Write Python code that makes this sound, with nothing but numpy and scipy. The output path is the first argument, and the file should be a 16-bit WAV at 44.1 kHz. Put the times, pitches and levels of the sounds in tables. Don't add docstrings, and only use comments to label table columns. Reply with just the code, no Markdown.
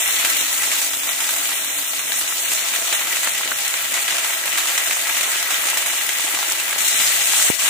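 import sys
import numpy as np
from scipy import signal
from scipy.fft import rfft, irfft, next_fast_len
from scipy.io import wavfile
from scipy.ndimage import uniform_filter1d

SR = 44100
rng = np.random.default_rng(int(sys.argv[2]) if len(sys.argv) > 2 else 0)


def invert_db(level):
    return 10 ** (np.asarray(level, dtype=float) / 20)


def persist_wave(psi):
    counts = np.round(np.clip(psi, -1, 1) * 32767).astype(np.int16)
    wavfile.write(sys.argv[1], SR, np.atleast_2d(counts).T)


N = 339481
NEARER_S = 6.778


def in_time(rows):
    s, *columns = np.transpose(rows)
    return np.array([np.interp(np.arange(N) / SR, s, column) for column in columns])


def at_hz(points, hz):
    point_hz, value = np.array(points).T
    return np.interp(np.log(hz), np.log(point_hz), value)


def after(s, edge_s):
    return np.clip((np.arange(N) / SR - s) / edge_s, 0, 1)


def drift(rate):
    r = np.exp(-80 * np.pi * rate / SR)
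    noise = rng.standard_normal(N // 40 + 2002)
    slow = signal.lfilter([1], [1, -2 * r, r * r], noise)[2000:]
    return np.interp(np.arange(N) / 40, np.arange(len(slow)), slow / slow.std())


def clicks(per_s, spread_db):
    return (rng.random(N) < per_s / SR) * invert_db(spread_db * np.minimum(rng.exponential(1, N), 4))


def dying(x, t60):
    return signal.lfilter([1], [1, -invert_db(-60 / (t60 * SR))], x + 1e-18)


def highpass(x, hz):
    return signal.sosfilt(signal.butter(2, hz, "high", fs=SR, output="sos"), x)


def resonate(x, modes):
    out = x.copy()
    for hz, width_hz, gain_db in modes:
        r = np.exp(-np.pi * width_hz / SR)
        poles = [1, -2 * r * np.cos(2 * np.pi * hz / SR), r * r]
        out += invert_db(gain_db) * signal.lfilter([(1 - r * r) / 2, 0, (r * r - 1) / 2], poles, x)
    return out


# frequency in Hz, left-right likeness from 0 to 1.
LIKENESS = [(60, 1), (130, 0.9), (290, 0.63), (640, 0.87), (1100, 0.34), (1900, 0.2), (3100, 0.075),
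            (6820, 0.037), (15000, 0.11)]
# frequency in Hz, left minus right in dB.
LEAN = [(60, 0), (110, -0.5), (200, 3), (380, 1), (700, -4), (1290, -0.5), (2380, 3), (4400, 4),
        (8120, -3.5), (15000, 5.5)]
# frequency in Hz, lead of the left in radians.
LEAD = [(100, 0.24), (780, -0.5), (1460, 0.24), (1900, 1.5), (3100, -1.55), (5080, -9), (7490, -22),
        (15600, -40.5)]


def coloured(pair, spectrum):
    size = next_fast_len(N)
    hz = np.maximum(np.arange(size // 2 + 1) * SR / size, 1)
    mid, side = rfft(pair, size)
    alike = np.clip(at_hz(LIKENESS, hz), -.99, .99)
    ears = np.sqrt(1 + alike) * mid + np.sqrt(1 - alike) * side * [[1], [-1]]
    ears[0] *= np.exp(1j * at_hz(LEAD, hz))
    return hz, size, ears * invert_db(at_hz(spectrum, hz) + at_hz(LEAN, hz) * [[.5], [-.5]])


PAN_HZ = (264, 328, 571, 637, 680, 808, 900, 1161, 1317, 1678, 1952, 2370, 2832, 15450)
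# width in Hz, gain over the fizz in dB.
PAN_RINGS = [(8, -14), (25, -2.5), (30, 1), (20, -6), (22, 3.5), (18, 5), (35, 0), (60, -22), (24.6, 1.5),
             (19.9, -5.5), (55, 0.5), (140, -12), (30, -3.5), (420, 4)]
# frequency in Hz, width in Hz, share cancelled.
REFLECTION_DIP = (768, 45, .85)


def bursting():
    rush = dying(clicks(per_s=99.0, spread_db=-1.5), t60=0.042)
    rush += 0.58 * dying(clicks(per_s=480.0, spread_db=2.0), t60=0.0074)
    fizz = rng.standard_normal((2, N)) * np.sqrt(1 + 0.22 * (rush / rush.mean()) ** 2)
    crackle = dying(clicks(per_s=400.0, spread_db=3.0), t60=0.0013) * rng.standard_normal((2, N))
    modes = [(hz, *ring) for hz, ring in zip(PAN_HZ, PAN_RINGS)]
    ringing = resonate(fizz + invert_db(-1.0) * crackle, modes)
    dip_hz, width_hz, share = REFLECTION_DIP
    return ringing - share * (resonate(ringing, [(dip_hz, width_hz, 0)]) - ringing)


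# frequency in Hz, level in dB per Hz.
SIZZLE = [(88, -55), (150, -47), (326, -16.5), (428, -18.5), (681, -12.5), (766, -12.5), (1020, -11.5),
          (1340, -7.5), (1600, -5.5), (1980, -3), (3620, -4.5), (4930, -10.5), (7270, -2.5), (9920, -7.5),
          (15500, -12)]
# time in
# seconds, vigour in dB, wetness in dB.
HEAT = [(0, -19, -3.5), (.3, -19.5, -3), (.45, -20.5, -4), (.75, -20.5, -5), (.95, -23, -3.5),
        (1.5, -22, -3), (1.9, -24, -4), (2.5, -22, -2.5), (3.0, -23.5, 0), (3.85, -24.5, 0.5),
        (4.8, -23.5, 1.5), (5.55, -22, 0), (6.2, -23, -0.5), (6.77, -25, 2), (7.15, -23, 1),
        (7.45, -21.5, 2), (7.6, -25.5, 2.5), (7.7, -23, 5)]
FRY_HZ = (700, 2700, 4800, 8000)
WET_SHARE = (1, 0.73, 0.22, 0.038)
# frequency in Hz, change in dB.
NEAR_LEFT = [(500, -1.5), (2000, -1.5), (4800, 0.5), (6500, 3.5), (8000, 3), (14000, 1)]
# frequency in Hz, change in dB.
NEAR_RIGHT = [(500, -8.5), (2000, -6.5), (4800, 4), (6500, -9), (8000, 4), (14000, -6.5)]


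def sizzle(own_db, near_db, slow_db):
    hz, size, ears = coloured(bursting(), SIZZLE)
    vigour_db, wet_db = in_time(HEAT)
    close = after(NEARER_S, .004)
    power = (np.abs(ears.mean(axis=0)) ** 2).sum() * 2 / size / N
    lift_db = vigour_db + 3.5 * close - 10 * np.log10(power)
    out, before = np.zeros((2, N)), drift(9)
    for octave in np.arange(7, 14.5, .5):
        patch = irfft(ears * np.maximum(0, 1 - 2 * np.abs(np.log2(hz) - octave)), size)[:, :N]
        share = at_hz(list(zip(FRY_HZ, WET_SHARE)), 2 ** octave)
        colour_db = np.outer([at_hz(side, 2 ** octave) for side in (NEAR_LEFT, NEAR_RIGHT)], close)
        beside = drift(9.7)
        flicker_db = own_db * drift(47) + near_db * (before + beside) + slow_db * drift(4.7)
        out += patch * invert_db(lift_db + share * wet_db + colour_db + flicker_db)
        before = beside
    return out


# start in seconds, peak in dB, cavity pitch in Hz, cavity level in dB.
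SPITS = [(.248, -2, 2500, -2), (.716, -5.5, 1980, -14), (1.29, -8, 1420, -7), (1.362, -9.5, 2340, -1),
         (2.517, -8, 2020, -8), (2.926, -3, 2130, -2), (3.231, -7, 2380, -12), (3.273, -8.5, 1710, 6),
         (3.515, -18, 1500, 13), (3.94, -6, 2370, -13.5), (4.079, -6.5, 2380, -7), (4.106, -7.5, 2310, -6),
         (4.182, -6.5, 2000, -7), (4.305, -13, 1830, 3), (4.456, -8.5, 1680, -2), (4.575, -5, 2100, -13),
         (4.671, -7.5, 1310, -23), (4.777, -2, 2070, -5), (4.909, -6, 2300, 3), (5.069, -11.5, 2010, -20),
         (5.505, -6.5, 1510, -15), (5.772, -3, 2200, -1), (5.86, -8, 1320, -7), (6.09, -6, 1960, -3),
         (6.515, -9, 1680, -4), (6.805, -8, 2600, 1), (6.999, -5.5, 2460, -19), (7.363, -18, 1920, 0),
         (7.621, -12, 1710, -12), (7.659, -11, 2070, -6)]
# start in seconds, peak in dB.
SPATTER = [(0.186, -12), (.394, -17), (.481, -15), (0.632, -7.5), (0.816, -8.5), (1.033, -11), (1.09, -7.5),
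           (1.204, -8), (1.24, -10), (1.491, -10), (1.992, -10), (2.211, -10.5), (2.574, -9.5),
           (.933, -10.5), (2.736, -9), (3.07, -11.5), (3.168, -7.5), (4.245, -8.5), (5.167, -7),
           (5.231, -6.5), (5.359, -21), (5.684, -8.5), (6.011, -12), (6.347, -9.5), (6.388, -10.5),
           (6.428, -9.5), (6.598, -9), (6.726, -11), (6.782, -9), (7.591, -11)]
# lowest in Hz, highest in Hz.
SPATTER_HZ = (1500, 2480)


def spits():
    spray_t60_s, hollow_db, rise_s = 0.15, -5.5, 0.00048
    crack_low_db, crack_top_hz, snap_db = -18, 9900, 6
    t = np.arange(4096) / SR
    hz = np.maximum(np.arange(2049) * SR / 4096, 1)
    colour = invert_db(at_hz(SIZZLE, hz)) + invert_db(crack_low_db) * (hz < 1500) * (hz > 600)
    body = invert_db(at_hz(SIZZLE, hz))
    colour = colour / np.sqrt(1 + (hz / crack_top_hz) ** 2)
    colour = colour / np.sqrt(np.mean(colour ** 2))
    out = np.zeros((2, N + len(t)))
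    small = [(s, db, rng.uniform(*SPATTER_HZ), hollow_db) for s, db in SPATTER]
    for s, peak_db, cavity_hz, cavity_db in list(SPITS) + small:
        t60 = max(spray_t60_s * invert_db(hollow_db - cavity_db), .005)
        fall = invert_db(-60 * t / t60 - 12.5) + invert_db(-60 * t / 0.012 - 7.5)
        spray = rng.standard_normal((2, len(t))) * fall * (1 - np.exp(-t / rise_s))
        spray += 0.19 * spray.sum(axis=0)
        spray[:, 40] += invert_db(snap_db - 10) * rng.choice([-1, 1])
        spray = irfft(rfft(np.roll(spray, 64, axis=1)) * colour)
        ring = invert_db(cavity_db - 60 * t * cavity_hz / 7.5) * np.sin(2 * np.pi * cavity_hz * t * (1 + 25 * t))
        ring = ring + 0.6 * np.roll(ring, round(0.0034 * SR))
        at = round(s * SR) - 48
        out[:, at:at + len(t)] += invert_db(peak_db - 2.5) * (spray + np.roll(ring, 90))
    return highpass(out[:, :N], 400)


# start in seconds, peak in dB, low over high in dB.
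TICKS = [(0.077, -3, -8.0), (0.301, -9, 2), (0.369, -4, -8.0), (0.528, -8.0, -12.0), (0.734, -9.0, -9),
         (1.455, -9, 6), (1.786, -14, -8), (1.924, -20, -5), (1.934, -10.5, 3), (2.079, -15, -8.0),
         (2.12, -6.5, 5), (2.277, -8.5, 3), (2.495, -18, -13.0), (2.534, -5, -11), (2.686, -8, -2),
         (2.933, -10.0, -11), (3.246, -7, -13), (3.349, -18, -6.0), (3.38, -23, -1.0), (3.433, -10.5, 10),
         (3.476, -10, 6), (3.679, -9, -19), (3.74, -6, 9), (3.77, -13.0, 2), (4.168, -7, -6.0),
         (4.335, -12, 5.0), (4.367, -20, 4.0), (4.478, -11, 12), (4.529, -14.0, -5), (4.583, -4, -11),
         (4.656, -8, -1), (4.837, -11.0, -4), (4.873, -15, -10.0), (4.921, -9.0, -3), (5.015, -13.0, -8),
         (5.21, -2, -3.0), (5.427, -5, -6), (5.543, -3, 4), (5.7, -5, -11), (5.731, -18, 4),
         (5.778, -16, -6), (5.819, -11.0, -14), (6.066, -8, -10.0), (6.196, -14, -1.0), (6.499, -8, -14),
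         (6.521, -6.5, -15), (6.604, -12.0, 1.0), (6.68, -13.0, 2.0), (6.787, -7, -6), (6.819, -9.0, -9),
         (6.833, -15, -12), (6.845, -19, -12), (6.868, -21, -12.0), (6.883, -20, -5), (6.914, -11, -14),
         (7.257, -7.0, -4), (7.313, -17, -12.0), (7.334, -8.0, -3), (7.425, -2, -11), (7.486, -12, -9)]


def ticks():
    rise_s, t60_s, tail_s, tail_db, split_hz = 0.00041, 0.0053, 0.041, -14.5, 4500
    hz, size, ears = coloured(rng.standard_normal((2, N)), SIZZLE)
    out, t = np.zeros((2, N)), np.arange(2048) / SR
    shape = (1 - np.exp(-t / rise_s)) * (invert_db(-60 * t / t60_s) + invert_db(tail_db - 60 * t / tail_s))
    for side in (1, -1):
        part = irfft(ears * (side * (split_hz - hz) > 0), size)[:, :N]
        strikes = np.zeros(N)
        for s, peak_db, tilt_db in TICKS:
            strikes[round(s * SR)] = invert_db(peak_db - 4.5 + side * (tilt_db + 1.5) / 2)
        out += part / part.std() * signal.oaconvolve(strikes, shape)[:N]
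    return highpass(out, 450)


# start in seconds, peak in dB.
SNAPS = [(0.06, -10), (0.1085, -14.0), (0.1888, -13), (0.3581, -11), (0.4198, -15.0), (0.5972, -14.0),
         (0.6543, -13.0), (1.4346, -16.0), (1.6221, -16.0), (1.709, -17.0), (1.7304, -18.0), (1.9637, -11),
         (1.994, -15), (2.0805, -16.0), (2.521, -11.0), (2.5266, -16), (2.5342, -12.0), (2.607, -14.0),
         (2.819, -16.0), (2.8296, -21), (2.927, -14), (3.0728, -15.0), (3.1918, -15.0), (3.2718, -12),
         (3.3252, -15.0), (3.352, -16.0), (3.407, -17.0), (3.5615, -14), (3.6172, -17.0), (3.914, -16.0),
         (3.9405, -12.0), (4.062, -14), (4.1166, -14.0), (4.1315, -15), (4.4602, -13.0), (4.4669, -16.0),
         (4.5362, -13), (5.11, -15.0), (5.2512, -15.0), (5.3609, -14.0), (5.8639, -13.0), (6.1105, -16.0),
         (6.1712, -15.0), (6.1972, -13.0), (6.361, -13.0), (6.5386, -16), (6.6003, -16), (6.622, -16),
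         (6.6304, -16.0), (6.8134, -13.0), (6.9297, -13.0), (6.9457, -6), (7.003, -10.0), (7.0182, -6),
         (7.2195, -8), (7.2586, -11.0), (7.4262, -10), (7.4433, -11.0), (7.501, -11), (7.5926, -14.0)]
# pitch in Hz, t60 in seconds, level in dB.
SNAP_RINGS = [(2410, 0.0043, -4), (7500, 0.003, -2.5)]


def snaps():
    t, out = np.arange(512) / SR, np.zeros((2, N + 512))
    for (s, peak_db), chance in zip(SNAPS, rng.uniform(-1, 1, (len(SNAPS), 6))):
        at = round(s * SR) - 6
        for (hz, t60, ring_db), (tune, lean, turn) in zip(SNAP_RINGS, chance.reshape(2, 3)):
            phase = 2 * np.pi * hz * (1 + 0.25 * tune) * t + np.outer([0, 1.5], turn)
            level_db = peak_db + ring_db - 60 * t / t60 + np.outer([3, -3], lean)
            out[:, at:at + len(t)] += invert_db(level_db) * np.sin(phase)
    return out[:, :N]


# start in seconds, peak in dB, pitch in Hz.
POPS = [(0.227, -11, 1300), (0.247, -6, 1420), (1.288, -21, 1420), (1.49, -15, 1330), (2.119, -12, 1410),
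        (2.322, -12, 1300), (2.737, -26, 910), (2.879, -19, 675), (2.965, -21, 1150), (3.384, -13, 1430),
        (3.517, -4, 1410), (3.879, -14.5, 1410), (3.939, -21, 1480), (3.974, -8, 1400), (4.245, -13, 859),
        (4.409, -23, 1390), (4.777, -19, 1310), (5.427, -13, 1310), (5.488, -13, 1240), (5.73, -13.5, 915),
        (5.769, -9, 1140), (6.09, -25, 1530), (6.241, -29, 216), (6.372, -11.5, 1060), (6.426, -11, 960),
        (6.492, -11, 1400), (6.727, -2.5, 1550), (7.017, -18, 1350), (7.334, -12, 870), (7.397, -6, 1400),
        (6.278, -17, 750), (6.388, -16, 700), (5.898, -9, 1750), (0.087, -19, 790), (0.197, -19, 900),
        (0.514, -23, 680), (1.088, -23, 700), (1.516, -13, 1220), (1.786, -22, 930), (2.925, -21, 810),
        (3.01, -17, 890), (3.23, -23, 820), (3.272, -16, 930), (3.407, -15, 920), (4.475, -17, 860),
        (4.555, -13, 1290), (4.575, -16, 1300), (4.616, -20, 805), (4.655, -16, 1150), (4.966, -15, 1100),
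        (5.509, -15, 1150), (5.636, -8, 1270), (5.82, -19, 1000), (5.935, -11.5, 1060), (6.195, -18, 816),
        (6.265, -17, 805), (6.336, -20, 810), (6.515, -20, 680), (7.451, -18, 670), (7.68, -17, 930)]


def pops():
    rise_s, late_s, overtone, overtone_db = 0.00047, 0.0017, 1.395, -5.5
    t, out = np.arange(1024) / SR, np.zeros(N + 1024)
    rise = 1 - np.exp(-t / rise_s)
    for s, peak_db, hz in POPS:
        at = round((s + late_s) * SR)
        knock = invert_db(peak_db - 1.5 - 60 * t * hz / 12.0) * np.sin(2 * np.pi * hz * t * (1 + 40 * t))
        over = invert_db(peak_db + 2.5 + overtone_db - 60 * t * hz / 10.0) * np.sin(2 * np.pi * overtone * hz * t)
        out[at:at + len(t)] += rise * (knock + over)
    return highpass(out[:N], 300)


def blips():
    bubbles = clicks(per_s=70., spread_db=5.0) * rng.choice([-1, 1], N)
    dealt = rng.integers(0, 12, N)
    out = np.zeros(N)
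    for k, hz in enumerate(np.geomspace(380, 1700, 12)):
        r, w = invert_db(-60 * hz / 3.6 / SR), 2 * np.pi * hz / SR
        struck = bubbles * (dealt == k) + 1e-18
        out += signal.lfilter([0, np.sin(w)], [1, -2 * r * np.cos(w), r * r], struck) * hz / 1000
    return invert_db(-35.5) * highpass(out, 250)


# start in seconds, peak in dB, push in seconds, rebound in seconds.
DROPLET = (7.5011, .5, .00085, .0018)


def droplet():
    s, peak_db, push_s, rebound_s = DROPLET
    t = np.arange(N) / SR - s
    push = np.sin(np.pi * np.clip(t / push_s, 0, 1))
    rebound = np.sin(np.pi * np.clip((t - push_s) / rebound_s, 0, 1)) * push_s / rebound_s
    since = np.maximum(t + 0.0004, 0)
    tick = .55 * np.sin(2 * np.pi * 8500 * since) * np.exp(-since / 0.001)
    return invert_db(peak_db) * ((push - .9 * rebound) * [[0], [1]] + tick)


# frequency in Hz, width in Hz, gain in dB.
PAN_DRONE = [(288.5, 12, 18.5)]
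# time in seconds, pitch in Hz, level in dB.
STOVE_DRONE = [
    (6.8, 96, -62),
    (7.04, 96, -55),
    (7.13, 115, -56),
    (7.22, 116, -55),
    (7.33, 90, -59),
    (7.6, 92, -66),
]


def hum():
    pan, flutter = resonate(rng.standard_normal(N), PAN_DRONE), rng.standard_normal(N)
    pan = pan / pan.std() * invert_db(-41.5) * (1 - after(2.17, .17))
    hz, level_db = in_time(STOVE_DRONE)
    flutter = uniform_filter1d(uniform_filter1d(flutter, size=1500), size=1500)
    level_db = level_db + 2.5 * flutter / flutter.std()
    moan = np.sqrt(2) * np.sin(2 * np.pi * np.cumsum(hz) / SR) * invert_db(level_db)
    return pan + moan * after(NEARER_S, .02)


# frequency in Hz, level in dB per Hz.
STOVE = [(15, -48), (25, -4), (65, -13), (102, -3), (172, -15), (193, -8.5), (221, -7), (250, 3.5),
         (320, -29), (550, -120)]


def stove():
    far_db, near_db = -57.5, -54
    hz, size, ears = coloured(rng.standard_normal((2, N)), STOVE)
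    rumble = irfft(ears, size)[:, :N] * invert_db(1.6 * drift(4.9))
    level_db = far_db + (near_db - far_db) * after(NEARER_S, .02)
    return rumble / rumble.mean(axis=0).std() * invert_db(level_db)


def kitchen(x):
    level_db, t60_s = -11, 0.16
    t = np.arange(8192) / SR
    tail = rng.standard_normal((2, len(t))) * invert_db(-60 * t / t60_s) * (t > .002)
    tail = highpass(tail, 400)
    tail *= invert_db(level_db) / np.sqrt((tail ** 2).sum(axis=1, keepdims=True))
    return x + signal.oaconvolve(x, tail, axes=1)[:, :N]


# start in seconds, length in seconds, centre in Hz.
GAPS = [(0.0, 0.041, 4280), (0.0, 0.11, 4590), (0.017, 0.11, 4930), (0.11, 0.11, 5020),
        (0.122, 0.029, 4800), (0.366, 0.11, 4890), (0.383, 0.041, 4540), (0.522, 0.041, 5020),
        (0.911, 0.081, 4500), (0.987, 0.029, 3850), (1.08, 0.017, 5360), (1.086, 0.029, 4930),
        (1.097, 0.017, 4460), (1.202, 0.029, 4410), (1.364, 0.041, 4370), (1.387, 0.029, 5450),
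        (1.434, 0.041, 5150), (1.544, 0.081, 4630), (1.55, 0.11, 4970), (1.666, 0.11, 4590),
        (1.678, 0.11, 4930), (1.689, 0.081, 5060), (1.747, 0.029, 5840), (1.776, 0.041, 5450),
        (1.823, 0.081, 4500), (1.869, 0.058, 4930), (1.991, 0.11, 4630), (1.997, 0.041, 4970),
        (2.072, 0.041, 4460), (2.154, 0.029, 4930), (2.293, 0.058, 4410), (2.403, 0.081, 4930),
        (2.426, 0.058, 5400), (2.56, 0.081, 4840), (2.618, 0.017, 5150), (2.757, 0.058, 5060),
        (2.937, 0.029, 5020), (2.943, 0.058, 4590), (3.013, 0.029, 4970), (3.286, 0.041, 5150),
        (3.506, 0.058, 4840), (3.535, 0.017, 4500), (3.657, 0.029, 4890), (3.988, 0.029, 5490),
        (4.331, 0.041, 4460), (4.847, 0.029, 4500), (5.103, 0.041, 4840), (5.236, 0.058, 5020),
        (5.515, 0.029, 4410), (5.863, 0.058, 4500), (5.869, 0.029, 5400), (5.985, 0.029, 4670),
        (6.809, 0.081, 4840), (6.925, 0.058, 4500), (6.96, 0.017, 4840), (7.024, 0.029, 4370),
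        (7.221, 0.041, 4460), (7.378, 0.017, 4890), (7.465, 0.029, 5020), (7.68, 0.012, 4930)]
# start in seconds, length in seconds, centre in Hz.
TOP_GAPS = [(0.47, 0.041, 12900), (0.615, 0.029, 12640), (0.714, 0.029, 12640), (1.19, 0.029, 12510),
            (1.219, 0.029, 13070), (1.219, 0.029, 13290), (1.219, 0.058, 13630), (2.078, 0.029, 13590),
            (2.078, 0.041, 13370), (2.554, 0.058, 12900), (2.554, 0.081, 12640), (2.723, 0.017, 13630),
            (2.821, 0.041, 13590), (2.897, 0.041, 12900), (2.914, 0.029, 12550), (2.937, 0.017, 13500),
            (3.222, 0.029, 14320), (3.338, 0.029, 14190), (3.431, 0.029, 13330), (3.431, 0.029, 13670),
            (3.535, 0.017, 14060), (3.593, 0.029, 13720), (3.599, 0.041, 13370), (3.866, 0.017, 12170),
            (3.93, 0.041, 13330), (3.936, 0.029, 13590), (4.093, 0.11, 12940), (4.098, 0.029, 12680),
            (4.122, 0.081, 14230), (4.18, 0.017, 12550), (4.696, 0.041, 10960), (4.766, 0.041, 14190),
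            (4.778, 0.029, 13330), (4.87, 0.029, 13240), (5.172, 0.029, 13330), (5.323, 0.041, 13370),
            (5.329, 0.029, 13720), (5.544, 0.017, 12300), (5.654, 0.058, 13850), (5.7, 0.041, 13330),
            (5.915, 0.029, 13540), (5.997, 0.017, 13330), (6.002, 0.017, 12040), (6.258, 0.058, 13540),
            (6.264, 0.11, 13240), (6.351, 0.012, 12080), (6.49, 0.058, 13590), (6.577, 0.029, 12680),
            (6.716, 0.041, 13070), (6.728, 0.029, 12640), (6.861, 0.012, 13500), (7.465, 0.029, 10360)]
# lowest centre in Hz, highest centre in Hz, count.
FLECKS = [(4200, 5400, 60), (9500, 12000, 60), (12000, 15500, 170)]


def dropouts(x):
    gap_width_hz, fleck_width_hz, fleck_s = 470, 240, .035
    out, t = x.copy(), np.arange(N) / SR
    holes = [(*gap, gap_width_hz) for gap in list(GAPS) + list(TOP_GAPS)]
    for low_hz, high_hz, count in FLECKS:
        for s, long, up, wide in rng.random((count, 4)):
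            centre_hz = low_hz + (high_hz - low_hz) * up
            holes.append((s * N / SR, fleck_s * long, centre_hz, fleck_width_hz * (.5 + wide)))
    for s, length, centre_hz, width_hz in holes:
        near = slice(max(0, round((s - .03) * SR)), round((s + length + .03) * SR))
        count = len(t[near])
        hz = np.arange(count // 2 + 1) * SR / count
        band = irfft(rfft(out[:, near]) * (np.abs(hz - centre_hz) < width_hz / 2), count)
        out[:, near] -= band * np.interp(t[near] - s, [-.012, -.006, length + .004, length + .01], [0, 1, 1, 0])
    return out


def scene():
    frying = sizzle(own_db=1.0, near_db=0.75, slow_db=-0.2) + spits() + ticks() + snaps() + pops() + blips()
    frying = frying + hum() + stove()
    ducked = after(7.494, .0029) - after(7.59, .0029)
    duck_db = np.outer((-2.5, -8.5), ducked)
    offset_db = 0.27 * np.array([[.5], [-.5]])
    return kitchen(frying) * invert_db(duck_db + offset_db) + droplet()


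def band_limit(x):
    return signal.sosfilt(signal.butter(12, 16400, fs=SR, output="sos"), x)


def record(dry):
    top_cut = signal.ellip(12, .5, 75, 15480, fs=SR, output="sos")
    heard = highpass(signal.sosfilt(top_cut, np.tanh(dry)), 60)
    return band_limit(dropouts(heard))


dry = scene()
out = record(dry)
persist_wave(out)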